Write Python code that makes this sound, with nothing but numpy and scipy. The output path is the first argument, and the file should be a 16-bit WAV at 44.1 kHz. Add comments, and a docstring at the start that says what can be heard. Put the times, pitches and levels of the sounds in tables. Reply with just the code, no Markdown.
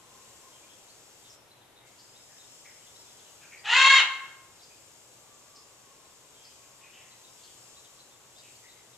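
"""Parrot squawk among houses.

A large parrot squawks once, its vibrating membranes rough when slack, smoother when taut; near walls
throw the call back and the yards ring on. Small birds whistle and far parrots rasp over a town hum
and a hiss like spraying water, which drops out for half a second and returns with a thin rising whine."""
import sys
import numpy as np
from scipy import signal
from scipy.fft import rfft, irfft
from scipy.io import wavfile
from scipy.ndimage import uniform_filter1d

SR = 44100
rng = np.random.default_rng(int(sys.argv[2]) if len(sys.argv) > 2 else 0)


def transcribe(u):
    """Save the signal u as a 16-bit wav file named by the first command-line argument.

    u: samples, shape (n,) or (channels, n), limited to [-1, 1]; the rate is SR.
    q: integer samples, one column per channel.
    """
    v = np.clip(np.atleast_2d(u).T, -1, 1)
    q = np.round(v * 32767).astype(np.int16)
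    wavfile.write(sys.argv[1], SR, q)


N = 395577
TIME_S = np.arange(N) / SR
SIDE_LAG_S = .000135


def gain_of(db):
    """Decibels to amplitude factor."""
    return 10 ** (np.asarray(db) / 20)


def unit_rms(x):
    """Scales to rms 1."""
    return x / np.sqrt(np.mean(np.abs(x) ** 2) + 1e-20)


def at_hz(points, hz):
    """Interpolates on a log-frequency axis."""
    points_hz, values = np.transpose(points)
    return np.interp(np.log(hz + 1), np.log(points_hz + 1), values)


def follow(rows, t=TIME_S):
    """Interpolates each value column over time."""
    times_s, *columns = np.transpose(rows)
    return [np.interp(t, times_s, column) for column in columns]


def add(mix, start_s, sound):
    """Mixes a sound in at start_s."""
    part = mix[round(start_s * SR):][:len(sound)]
    part += sound[:len(part)]


def delay_left(x, lag_s):
    """Mono to stereo, left channel late."""
    return np.array([np.roll(x, round(lag_s * SR)), x])


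def tilt(x, balance):
    """Splits a left-over-right spectrum between the channels."""
    left_db = at_hz(balance, np.fft.rfftfreq(N, 1 / SR))
    return irfft(rfft(x) * gain_of([[.5], [-.5]] * left_db), N)


def wobble(count, width_hz):
    """Complex low-pass noise, rms 1."""
    pole = np.exp(-np.pi * width_hz / SR)
    noise = rng.standard_normal(count + 4000) + 1j * rng.standard_normal(count + 4000)
    return unit_rms(signal.lfilter([1], [1, -2 * pole, pole * pole], noise)[-count:])


def noise_band(t, centre_hz, width_hz):
    """Narrow noise around a fixed pitch."""
    return (wobble(len(t), width_hz) * np.exp(2j * np.pi * centre_hz * t)).real


def stereo_noise(spectrum, coherence, lag_s, patch_db):
    """Coloured, partly coherent noise with drifting spectral patches."""
    frames, hz = N // 256 + 5, np.fft.rfftfreq(1024, 1 / SR)
    a, b, c, d, patches = rng.standard_normal((frames, 513, 5)).T
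    patches = unit_rms(uniform_filter1d(uniform_filter1d(patches, size=12, axis=0), size=20, axis=1))
    shared = np.clip(coherence(hz), 0, 1)[:, None]
    delay = np.exp(-2j * np.pi * hz * lag_s)[:, None]
    right = a + 1j * b
    left = shared * delay * right + np.sqrt(1 - shared ** 2) * (c + 1j * d)
    spectra = np.array([left, right]) * gain_of(at_hz(spectrum, hz)[:, None] + patch_db * patches)
    return unit_rms(signal.istft(spectra, nperseg=1024, noverlap=768)[1][:, :N])


def fuzzy_tone(rows, width_hz):
    """Flickering narrow noise along rows of (time [s], pitch [Hz], level [dB])."""
    hz, db = follow(rows)
    gate = uniform_filter1d(1. * ((TIME_S > rows[0][0]) & (TIME_S < rows[-1][0])), size=1500)
    flicker = unit_rms(gain_of(3 * wobble(N, 12).real))
    carrier = np.exp(2j * np.pi * np.cumsum(hz) / SR)
    return gate * gain_of(db) * flicker * (wobble(N, width_hz) * carrier).real


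def bird_note(length_s, path_hz, width_hz, steady, attack_share):
    """A tone bending through path_hz, part steady, part smeared over width_hz."""
    progress = np.linspace(0, 1, round(length_s * SR))
    curve = np.polyfit(np.linspace(0, 1, len(path_hz)), path_hz, len(path_hz) - 1)
    hz = np.polyval(curve, progress)
    envelope = np.minimum(progress / attack_share, 1) * np.sqrt(1 - progress)
    carrier = np.exp(2j * np.pi * np.cumsum(hz) / SR)
    return unit_rms(envelope * ((steady + wobble(len(hz), width_hz)) * carrier).real)


TRAFFIC_SPECTRUM = [(15, -46.5), (25, -14.5), (126, -5.5), (198, -9.5), (417, -4), (621, -4.5), (690, -6.5),
                    (788, -5.5), (949, -6), (1080, -8), (1800, -12), (3580, -12.5), (4800, -18),
                    (7330, -17), (14200, -22.5)]  # (frequency [Hz], relative density [dB])
TRAFFIC_LEVEL = [(0.0, -57), (2.33, -59), (3.3, -57.5), (5.16, -59), (6.84, -58.5), (8.97, -59)]  # (time [s], level [dB])
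TRAFFIC_COHERENCE = [(50, .15), (130, .7), (280, .62), (620, .62), (1340, .45), (2920, .12), (6340, .03)]  # (frequency [Hz], left-right coherence [0-1])
# Far tones: (time [s], length [s], start pitch [Hz], end pitch [Hz], level [dB])
DRONE_TONES = [(0, 0.71, 1059, 1040, -63), (5.15, 1.2, 1190, 1032, -67), (6.55, 0.88, 1110, 1020, -67.5),
               (7.549, 0.8, 1160, 1108, -68)]


def town():
    """Far traffic, a low machine hum and faint sagging drones."""
    hum = gain_of(-73) * noise_band(TIME_S, centre_hz=121, width_hz=18)
    traffic = stereo_noise(TRAFFIC_SPECTRUM, lambda hz: at_hz(TRAFFIC_COHERENCE, hz),
                           lag_s=.00002, patch_db=.13)
    drones = sum(fuzzy_tone([(start_s, start_hz, db), (start_s + length_s, end_hz, db)], width_hz=77)
                 for start_s, length_s, start_hz, end_hz, db in DRONE_TONES)
    return gain_of(follow(TRAFFIC_LEVEL)[0]) * traffic + hum + drones


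SPRAY_SPECTRUM = [(1470, -36), (2500, -14), (2650, -9.5), (3790, -12.5), (5330, -7.5), (5730, -8),
                  (5990, -7), (7450, -3), (9470, -16), (13500, -18.5), (14200, -24)]  # (frequency [Hz], relative density [dB])
SPRAY_LEVEL = [(0.0, -62), (0.17, -56), (2.0, -58), (2.62, -55.5), (4.4, -57.5), (6.9, -59), (7.6, -55),
               (8.97, -57.5)]  # (time [s], level [dB])


def spray():
    """A surging hiss from one side that drops while its valve is shut."""
    stop_s, restart_s, valve_s, shut_db = 1.363, 1.85, .03, -17
    surge_db, surges_per_s = 1.1, 2.93
    shut = follow([(stop_s - valve_s / 2, 0), (stop_s + valve_s / 2, 1),
                   (restart_s - valve_s / 2, 1), (restart_s + valve_s / 2, 0)])[0]
    surge = unit_rms(np.interp(TIME_S * surges_per_s, np.arange(60), rng.standard_normal(60)))
    gain = gain_of(follow(SPRAY_LEVEL)[0] + shut_db * shut + surge_db * surge)
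    return gain * stereo_noise(SPRAY_SPECTRUM, lambda hz: np.full_like(hz, .45), SIDE_LAG_S, patch_db=.9)


def whine():
    """A thin tone that climbs and levels off after the spray restarts."""
    start_s, end_s, climb_s = 2.03, 3.14, .25
    start_hz, top_hz, level_db = 5100, 5400, -59.5
    rows = [(s, top_hz - (top_hz - start_hz) * np.exp(-(s - start_s) / climb_s), level_db)
            for s in np.linspace(start_s, end_s, 12)]
    return delay_left(fuzzy_tone(rows, width_hz=110), SIDE_LAG_S / 2)


FAR_RASPS = [(2.644, 0.04, 2080, -60), (3.184, 0.031, 3560, -69), (3.407, 0.045, 1600, -65),
             (3.408, 0.041, 2460, -62.5), (3.51, 0.053, 2220, -55.5), (6.803, 0.082, 2516, -63),
             (6.916, 0.092, 2800, -61.5), (7.361, .15, 3250, -69), (8.42, 0.066, 2634, -65.5)]  # (time [s], nominal length [s], pitch [Hz], relative level [dB])
FAR_CHIPS = [(1.288, 5400, -61.5), (1.977, 4780, -63), (4.61, 4900, -61.5), (5.548, 5030, -60.5),
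             (6.433, 4870, -60.5), (7.427, 4400, -63), (8.366, 4820, -65.5)]  # (time [s], pitch [Hz], relative level [dB])


def far_birds():
    """Hoarse, barely pitched calls: sagging parrot rasps and one bird's short chips."""
    sag_share, spread_share, chip_spread_hz = .06, .13, 400
    out = np.zeros(N)
    for start_s, length_s, hz, db in FAR_RASPS:
        path_hz = [hz * (1 + sag_share), hz * (1 - sag_share)]
        rasp = bird_note(1.4 * length_s, path_hz, 2 * spread_share * hz, steady=.11, attack_share=.299)
        add(out, start_s, gain_of(db) * rasp)
    for start_s, hz, db in FAR_CHIPS:
        chip = bird_note(1.1 * .052, [hz, hz], 2 * chip_spread_hz, steady=.11, attack_share=.31)
        add(out, start_s, gain_of(db) * chip)
    return out


# Clear notes: (time [s], length [s], mid pitch [Hz], glide [Hz], level [dB])
BIRD_WHISTLES = [(0.51, 0.1, 3170, -110, -65), (0.623, 0.041, 2440, -130, -64.5),
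                 (0.681, 0.09, 3300, 180, -63.5), (0.88, 0.058, 4500, 972, -61.5),
                 (1.23, 0.082, 3600, -750, -64), (1.498, 0.048, 4030, 120, -62.5),
                 (1.606, 0.035, 3620, -490, -66.5), (1.753, 0.064, 3760, -350, -63.5),
                 (1.793, 0.17, 2150, 200, -69.5), (2.133, 0.073, 3850, 300, -63),
                 (2.278, 0.13, 1800, -150, -69.5), (2.372, 0.086, 3750, -340, -63),
                 (2.806, 0.079, 3030, -130, -68), (2.857, 0.056, 3430, -70, -63),
                 (2.947, 0.044, 3970, 130, -61), (3.06, 0.074, 3560, -170, -64.5),
                 (3.24, 0.089, 2920, -210, -66.5), (3.574, 0.045, 4800, 396, -59),
                 (4.591, 0.031, 3950, -810, -61), (4.694, 0.066, 2505, -29, -65.5),
                 (6.32, 0.22, 3220, -170, -66.5), (6.435, 0.066, 2520, -135, -69),
                 (6.621, 0.043, 2500, -140, -68), (6.9, 0.3, 1990, 0, -68.5),
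                 (7.103, 0.04, 4060, 200, -62.5), (7.23, 0.064, 3870, -38, -62),
                 (7.746, 0.067, 3950, 660, -61), (7.84, 0.041, 3425, -870, -62),
                 (7.984, 0.048, 4120, 220, -60.5), (8.099, 0.068, 3620, -20, -66),
                 (8.346, 0.075, 3820, 440, -61), (8.547, 0.033, 4600, 118, -64),
                 (8.625, 0.087, 2054, 205.5, -63), (8.672, 0.067, 3930, 301, -61.5),
                 (8.747, 0.078, 2100, -75, -67), (8.925, 0.038, 3750, -930, -64)]


def small_birds():
    """Short scratchy whistles arching in pitch, plus faint ones at random."""
    faint_count, faint_s, faint_hz, faint_db = 14, .05, (2400, 4200), -72
    faint = [(when * (N / SR - 1), faint_s, np.interp(pitch, [0, 1], faint_hz), 400 * (bend - .5),
              faint_db) for when, pitch, bend in rng.random((faint_count, 3))]
    out = np.zeros(N)
    for start_s, length_s, hz, glide_hz, db in BIRD_WHISTLES + faint:
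        arch_share = .1 if hz > 3500 else .03
        ends_hz = hz * (1 - arch_share)
        path_hz = [ends_hz - glide_hz / 2, hz, ends_hz + glide_hz / 2]
        note = bird_note(length_s, path_hz, width_hz=420, steady=.6, attack_share=.35)
        add(out, start_s, gain_of(db) * note)
    return out


YARD_DECAY = [(300, 0.13), (1000, 0.91), (2000, 0.69), (4000, 0.61), (5500, 0.6), (8000, 0.53)]  # (frequency [Hz], T60 [s])


def yards(x):
    """Reverberation: sparse random reflections, coherent in the bass, decaying per band."""
    taps = np.zeros((2, SR))
    arrivals = np.arange(900, SR - 20, 20) + rng.integers(0, 20, (2, (SR - 901) // 20))
    np.put_along_axis(taps, arrivals, rng.choice([-1., 1.], arrivals.shape), 1)
    hz, t, spectra = signal.stft(taps, SR, nperseg=256)
    shared = 1 / (1 + (hz[:, None] / 2000) ** 2)
    spectra[1] = shared * spectra[0] + np.sqrt(1 - shared ** 2) * spectra[1]
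    decay = gain_of(-60 * t / at_hz(YARD_DECAY, hz)[:, None])
    tail = signal.istft(spectra * decay, SR, nperseg=256)[1]
    return signal.fftconvolve(x[None], tail / np.linalg.norm(tail[0]), axes=1)[:, :N]


WALL_ECHOES = [(.011, -4, .00005), (.023, -4.5, -.00007), (.038, -7.5, .00007), (.055, -8, -.00005),
               (.075, -13.5, .00009)]  # (delay [s], relative level [dB], left lag [s])


def walls(x):
    """Single echoes off the nearest houses, alternating in sign."""
    taps = np.zeros((2, SR // 8))
    for k, (delay_s, db, lag_s) in enumerate(WALL_ECHOES):
        taps[[0, 1], [round((delay_s + lag_s) * SR), round(delay_s * SR)]] += (-1) ** k * gain_of(db)
    return signal.oaconvolve(x[None], taps, axes=1)[:, :N]


BREATH_SPECTRUM = [(250, -53.5), (600, -29.5), (1000, -13), (1800, -5), (2380, -11), (2900, -3.5),
                   (3900, -11), (4700, -23.5), (6800, -21), (8500, -35), (11000, -52)]  # (frequency [Hz], relative density [dB])


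def breath(cycles):
    """Turbulent air in the throat, one puff per membrane cycle."""
    count = len(cycles)
    puffs = (.1 + np.exp(-(cycles % 1) / .26)) * rng.standard_normal(count)
    colour = gain_of(at_hz(BREATH_SPECTRUM, np.fft.rfftfreq(count, 1 / SR)))
    return unit_rms(irfft(rfft(puffs) * colour, count))


THROAT_RESPONSE = [(300, -50.5), (540, -28.5), (780, -2), (1060, -4), (1600, -3), (2100, 3.5),
                   (2380, -10.5), (2800, 3.5), (3250, -5), (4350, -10.5), (5100, -22.5), (6600, -20.5),
                   (7050, -13.5), (7600, -28), (11000, -49)]  # (frequency [Hz], gain [dB])


def membranes(cycles, hz, slack, roughness, beak_shift):
    """Harmonics shaped by the throat; uneven membranes smear the high ones, slack ones dull them."""
    subharmonic = .22 * (wobble(len(hz), 40) * np.exp(2j * np.pi * cycles / 3)).real
    dulling_db = -.8 * slack
    harmonics = 0
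    for k in range(1, 20):
        flutter = 1 + (2.3 + .12 * k) * roughness * wobble(len(hz), 50 + 12 * k)
        shift = beak_shift if k < 9 else 1  # the beak moves only the lower resonances
        gain = gain_of(at_hz(THROAT_RESPONSE, k * hz / shift) + k * dulling_db)
        phase = 2 * np.pi * k * cycles + .4 * k * k
        harmonics += gain * (flutter * np.exp(1j * phase)).real
    return unit_rms(harmonics * (1 + subharmonic))


SQUAWK_CONTOUR = [(3.636, -57.5, 382.4), (3.654, -35, 413), (3.716, -19, 463.5), (3.751, -16, 505.7),
                  (3.78, -14.5, 529.8), (3.88, -12.5, 539.4), (3.985, -14.5, 532.3), (4.0, -17.5, 491.5),
                  (4.033, -35.5, 463.4), (4.088, -47, 402)]  # (time [s], effort [dB], pitch [Hz])
VOICE_CATCHES = [(3.762, 6.012, 0.0012), (3.81, 9.016, 0.0013), (3.84, 8, 0.0031), (3.893, 8.013, 0.0049),
                 (3.995, 5.983, 0.0037)]  # (time [s], dip [dB], half-width [s])


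def parrot():
    """One arching squawk: the membranes tighten and grow smooth, then let go and rattle low."""
    taut_hz, release_s = 540.2, 3.985
    rough_taut, rough_rising, rough_released = .23, .56, .85
    start_s, end_s = SQUAWK_CONTOUR[0][0], SQUAWK_CONTOUR[-1][0]
    t = np.arange(start_s, end_s, 1 / SR)
    effort_db, hz = follow(SQUAWK_CONTOUR, t)
    for catch_s, dip_db, half_width_s in VOICE_CATCHES:
        effort_db -= dip_db * np.exp(-((t - catch_s) / half_width_s) ** 2)
    slack = np.clip((taut_hz - hz) / np.where(t < release_s, 130, 80), 0, 1)
    roughness = rough_taut + (np.where(t < release_s, rough_rising, rough_released) - rough_taut) * slack
    beak_shift = np.interp(t, [start_s, release_s, end_s], [.935, 1.047, .935])  # shut, open, shut
    waver = .004 * wobble(len(t), 25).real
    jitter = .17 * roughness ** 2 * wobble(len(t), 200).real
    cycles = np.cumsum(hz * (1 + waver + jitter)) / SR
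    tone = np.sqrt(1 - roughness ** 2) * membranes(cycles, hz, slack, roughness, beak_shift)
    air = roughness * breath(cycles)
    rattle = .33 * roughness ** 3 * noise_band(t, centre_hz=550, width_hz=600) * (t > release_s)
    out = np.zeros(N)
    add(out, start_s, gain_of(effort_db) * (tone + air + rattle))
    low_cut = signal.butter(4, 300, "high", fs=SR, output="sos")  # the squawk carries nothing below about 300 Hz
    return signal.sosfilt(low_cut, out)


PARROT_BALANCE = [(500, -2), (1500, -2.5), (4000, 0.5), (8000, 2)]  # (frequency [Hz], left over right [dB])


def scene():
    """Birds and their echoes over town, spray and whine."""
    squawk, whistles, far = parrot(), small_birds(), far_birds()
    call = tilt(gain_of(-2) * squawk + gain_of(-6) * walls(squawk), PARROT_BALANCE)
    reverb = yards(gain_of(-11) * squawk + gain_of(-6) * whistles + far)
    birds = gain_of([[.8], [-.8]]) * delay_left(whistles, SIDE_LAG_S / 2) + gain_of(2.5) * far
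    return call + gain_of([[-.6], [.6]]) * (birds + reverb) + town() + spray() + whine()


PORT_BALANCE = [(60, -3), (110, 0), (200, 2.0), (370, 2.5), (670, 0), (1230, 3.5), (2250, 2.5), (4120, 1),
                (7540, 4.5), (13800, 3)]  # (frequency [Hz], left over right [dB])


def record(dry):
    """Two microphone ports of unequal colour, then a low-pass."""
    cutoff_hz = 14200
    low_pass = signal.firwin(1023, cutoff_hz, window=("kaiser", 9), fs=SR)
    return signal.oaconvolve(tilt(dry, PORT_BALANCE), low_pass[None], "same", axes=1)


dry = scene()
out = record(dry)
transcribe(out)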